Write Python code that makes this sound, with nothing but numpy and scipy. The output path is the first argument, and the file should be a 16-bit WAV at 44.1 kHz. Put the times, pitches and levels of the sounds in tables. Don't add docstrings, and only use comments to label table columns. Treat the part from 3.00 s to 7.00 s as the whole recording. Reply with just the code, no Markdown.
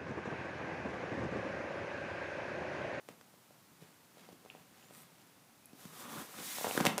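import sys
import numpy as np
from scipy import signal
from scipy.fft import rfft, irfft
from scipy.io import wavfile
from scipy.ndimage import uniform_filter1d, map_coordinates

SR = 44100
rng = np.random.default_rng(int(sys.argv[2]) if len(sys.argv) > 2 else 0)


def master_out(mix):
    frames = np.transpose(np.atleast_2d(mix))
    ceiling = np.clip(frames, -1, 1)
    pcm = np.round(ceiling * 32767).astype(np.int16)
    wavfile.write(sys.argv[1], SR, pcm)


N = 176400

# t/s, thud f/Hz, thud level/dB, slap level/dB
PAW_STRIKES = [(0.0879, 479, -37.5, -32), (0.212, 450, -52.5, -39.5), (.340, 542, -50.5, -62.5),
               (0.5076, 545, -48, -54), (0.823, 392, -46, -60.5), (1.171, 530, -46.5, -53.5),
               (1.289, 554, -43.5, -45), (1.327, 280, -47, -43), (1.450, 415, -46.5, -45.5),
               (1.460, 686, -43.5, -57), (1.5502, 644, -41, -50.5), (1.908, 527, -44.5, -46.5),
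               (2.732, 230.4, -43.5, -45), (2.8536, 174, -39.5, -34.5), (3.387, 238, -40, -41.5),
               (3.5845, 706, -29.5, -32.5), (3.6115, 614, -30, -36.5), (3.6447, 720, -21, -26),
               (3.649, 600, -25.5, -24), (3.660, 650, -31, -28.5), (3.669, 603, -23.5, -29.5),
               (3.6788, 614, -27.5, -41.5), (3.711, 685, -27, -29), (3.7518, 452, -27.5, -42.5),
               (3.7763, 328, -19, -18), (3.8031, 756, -19.5, -21.5), (3.8079, 225.6, -20.5, -18),
               (3.8462, 774, -29.5, -31.5), (3.8528, 454.5, -20, -11.5), (3.8617, 712, -20, -12.5),
               (3.8670, 493, -24, -10.5), (3.8696, 190, -21, -30), (3.9805, 461, -31.5, -18),
               (3.9855, 392, -33.5, -19)]
# t/s, f/Hz, level/dB, rise t/s
CLAW_TICKS = [(1.5006, 2728, -37.5, 0.000484), (1.826, 3000, -53.5, 0.00039), (2.6576, 10860, -40, 0.00025),
              (3.711, 2910, -29, 0.000285), (3.7767, 1584, -20, 0.000583), (3.8529, 7460, -24, 0.000151),
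              (3.866, 2670, -17.5, 0.000318), (3.868, 3030, -14, 0.000148), (3.9804, 6500, -12, 0.0000318)]
# t/s, hiss level/dB, rub level/dB
SLIDE_LEVELS = [(2.75, -68.5, -77), (2.81, -57, -62.5), (2.90, -60.5, -66), (3.0, -51.5, -56),
                (3.08, -54.5, -54.5), (3.16, -50.5, -50.5), (3.215, -49.5, -53), (3.28, -57, -63),
                (3.37, -51.5, -51.5), (3.45, -44, -57), (3.53, -43, -54.5), (3.635, -42, -53.5),
                (3.655, -43, -45.5), (3.72, -42, -52.5), (3.78, -42, -43), (3.89, -53.5, -48.5),
                (3.95, -74, -51)]
# f/Hz, level/dB
HISS_SPECTRUM = [(200, -12), (800, -13.5), (1900, 3.5), (2900, 0), (3600, 4), (4400, 0.5), (6300, 2),
                 (15500, 1)]
RUB_SPECTRUM = [(130, -7.5), (260, -2.5), (600, -2), (1150, -1.5), (2000, -10.5), (3400, -12.5),
                (4600, -21.5), (12000, -24)]
# f/Hz, width/Hz, relative level/dB
RASP_BANDS = [(1207, 260, -5), (1630, 260, -14.5), (3350, 170, -17.5)]
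# centre t/s, half-width t/s, rustle level/dB, bump level/dB
BODY_SHIFTS = [(0.105, 0.026, -61.5, -61), (0.739, 0.029, -86, -66), (0.827, 0.01455, -60, -58.5),
               (0.889, 0.082, -68.5, -85), (1.237, 0.079, -61.5, -67), (1.327, 0.01, -72, -55),
               (1.548, 0.132, -67, -73), (1.8, 0.077, -64, -75), (1.981, 0.081, -62, -67.5),
               (2.222, 0.148, -69, -94), (3.393, 0.0172, -51.5, -51.5), (3.877, 0.0217, -39, -50)]
# f/Hz, level/dB
FUR_SPECTRUM = [(130, -12.5), (260, -1), (700, -0.5), (3500, -6), (5500, -11), (15000, -17)]
CUSHION_SPECTRUM = [(80, -24.5), (150, 1.5), (260, -5), (380, -18.5), (1500, -37.5)]
# centre t/s, half-width t/s, level/dB, f/Hz
CLAW_SKIMS = [(1.85, 0.053, -70, 7130), (1.939, 0.022, -63.5, 8490), (2.004, 0.028, -65, 8356),
              (2.67, .06, -70, 2491)]
# f/Hz, level/dB re direct
TAIL_SPECTRUM = [(80, -10), (200, -3.5), (500, -5), (2800, -7), (15000, -10.5)]
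# f/Hz, level/dB, t60/s
ROOM_MODES = [(208.6, -58, 0.113), (527.8, -57.5, 0.122), (769.7, -55, 0.224), (1321, -62.5, 0.38)]
# f/Hz, level/dB
AIR_SPECTRUM = [(20, -47.5), (30, -16.5), (75, -10.5), (158, -2.5), (274, -5.5), (437, -11.5), (754, -11),
                (1410, -14), (3070, -19), (15000, -22)]


def paws(rise_cycles=0.3055, thud_low_hz=134.2, slap_s=0.000126, crease_s=0.00276, crease_db=-13):
    out, t = np.zeros(N), np.arange(SR // 20) / SR
    for at, hz, thud_db, slap_db in PAW_STRIKES:
        swing = -np.sin(2 * np.pi * hz * t) * push(t, rise_cycles / hz)
        thud = cut(swing, thud_low_hz, "high")
        crease = amp(crease_db) * rng.standard_normal(len(t)) * np.exp(-t / crease_s)
        contact = np.exp(-t / slap_s) + crease
        slap = cut(cut(contact, 417, "high", order=1), 8800, "low", order=1)
        add(out, at, amp(thud_db) * thud + amp(slap_db) * slap)
    return out


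def claws(roughness=.55):
    out, t = np.zeros(N), np.arange(SR // 50) / SR
    for at, hz, db, rise_s in CLAW_TICKS:
        jitter = roughness * np.cumsum(rng.standard_normal(len(t))) * np.sqrt(hz / SR)
        phase = 2 * np.pi * hz * t + cut(jitter, hz, "low")
        add(out, at, amp(db) * np.sin(phase) * push(t, rise_s))
    return out


def slide(drift=.03, hiss_flutter_db=1.1444, rub_flutter_db=2.36):
    t = np.arange(N) / SR
    at, hiss_db, rub_db = np.array(SLIDE_LEVELS).T
    stretch = np.cumsum(1 + drift * walk(10))
    hiss = map_coordinates(noise(HISS_SPECTRUM), [stretch], mode="mirror")
    hiss_gain = amp(np.interp(t, at, hiss_db, left=-120) + hiss_flutter_db * walk(60))
    rub_gain = amp(np.interp(t, at, rub_db, left=-120) + rub_flutter_db * walk(150))
    return hiss_gain * hiss + rub_gain * noise(RUB_SPECTRUM)


def drag(peak_s=3.215, build_s=0.1633, stop_s=0.016, level_db=-46):
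    groan_hz, spread_hz, grain_db, drift = 244.7, 52, 1.75, .03
    groan = tone(groan_hz + spread_hz * walk(groan_hz)) * amp(grain_db * walk(2 * spread_hz))
    rasp = np.zeros(N)
    for hz, width_hz, db in RASP_BANDS:
        gain = amp(db) * walk(width_hz)
        centre_hz = hz * (1 + drift * walk(20))
        rasp += gain * tone(centre_hz + width_hz / 2 * walk(width_hz))
    effort = np.where(np.arange(N) / SR < peak_s, swell(peak_s, build_s), swell(peak_s, stop_s))
    return amp(level_db) * (effort * groan + np.sqrt(effort) * rasp)


def shifts(grain_db=3.5):
    rustle_gain = sum(amp(db) * swell(at, half_s) for at, half_s, db, _ in BODY_SHIFTS)
    bump_gain = sum(amp(db) * swell(at, half_s) for at, half_s, _, db in BODY_SHIFTS)
    rustle = unit(noise(FUR_SPECTRUM) * amp(grain_db * walk(450)))
    return rustle_gain * rustle + bump_gain * noise(CUSHION_SPECTRUM)


def skims(rise_ratio=0.029, width_ratio=.11):
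    out, t = np.zeros(N), np.arange(N) / SR
    for at, half_s, db, hz in CLAW_SKIMS:
        speed = 1 + rise_ratio * np.clip((t - at) / half_s, -2, 2)
        out += amp(db) * swell(at, half_s) * walk(width_ratio * hz) * tone(hz * speed)
    return out


def swipe(centre_s=1.978, spread_s=.05, count=26, chirp_db=-68.5, wisp_db=-63):
    low_hz, high_hz, rise_hz_per_s, width_ratio = 7380, 14930, 37800, .11
    chirps, t = np.zeros(N), np.arange(N) / SR
    for when, height in rng.random((count, 2)):
        at = centre_s + spread_s * (2 * when - 1)
        hz = low_hz * (high_hz / low_hz) ** height
        phase = 2 * np.pi * (hz + rise_hz_per_s * (t - at) / 2) * (t - at)
        chirps += swell(at, half_s=0.0139) * walk(width_ratio * hz) * np.sin(phase)
    wisp = unit(cut(rng.standard_normal(N), 4500, "high")) * swell(centre_s, spread_s)
    return amp(chirp_db) * chirps + amp(wisp_db) * wisp


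def room(x, bass_t60_s=0.368, treble_t60_s=0.286, delay_s=0.00169):
    t = np.arange(N) / SR
    fade = lambda t60_s: np.exp(-np.log(1000) * t / t60_s)
    wash = rng.standard_normal(N)
    bass = cut(wash, 1000, "low", order=1)
    tail = bass * fade(bass_t60_s) + (wash - bass) * fade(treble_t60_s)
    spectrum = rfft(tail * (t > delay_s))
    whitened = spectrum / np.sqrt(uniform_filter1d(np.abs(spectrum) ** 2, size=200))
    modes = sum(amp(db) * np.sin(2 * np.pi * hz * t) * fade(t60_s) for hz, db, t60_s in ROOM_MODES)
    response = irfft(whitened * colour(TAIL_SPECTRUM), N) + modes
    return signal.fftconvolve(x, response)[:N]


def air(level_db=-63):
    return amp(level_db) * noise(AIR_SPECTRUM)


def amp(db):
    return 10 ** (np.asarray(db) / 20)


def unit(x):
    return x / np.sqrt(np.mean(x ** 2))


def colour(points):
    hz, db = np.array(points, float).T
    bin_hz = np.maximum(np.arange(N // 2 + 1) * SR / N, 1)
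    return amp(np.interp(np.log(bin_hz), np.log(hz), db))


def noise(points):
    return unit(irfft(rfft(rng.standard_normal(N)) * colour(points), N))


def tone(hz):
    return np.sin(2 * np.pi * np.cumsum(hz) / SR)


def cut(x, hz, kind, order=2):
    return signal.sosfilt(signal.butter(order, min(hz, SR / 2 - 1), kind, fs=SR, output="sos"), x)


def walk(rate_hz):
    hold = max(int(SR / rate_hz), 1)
    steps = np.repeat(rng.standard_normal(N // hold + 1), hold)
    return unit(uniform_filter1d(steps, hold)[:N])


def swell(centre_s, half_s):
    return np.exp(-((np.arange(N) / SR - centre_s) / half_s) ** 2)


def push(t, rise_s):
    return t / rise_s * np.exp(1 - t / rise_s)


def add(out, at_s, sound):
    i = int(at_s * SR)
    out[i:i + len(sound)] += sound[:max(N - i, 0)]


def scene():
    scuffle = paws() + claws() + shifts() + slide() + skims() + swipe()
    return (scuffle + room(scuffle) + drag() + air())[None]


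def record(dry):
    low_hz, top_hz = 88.1, 15450
    thin = cut(dry, low_hz, "high", order=3)
    return signal.sosfilt(signal.ellip(10, .1, 70, top_hz, fs=SR, output="sos"), thin)


dry = scene()
out = record(dry)
master_out(out)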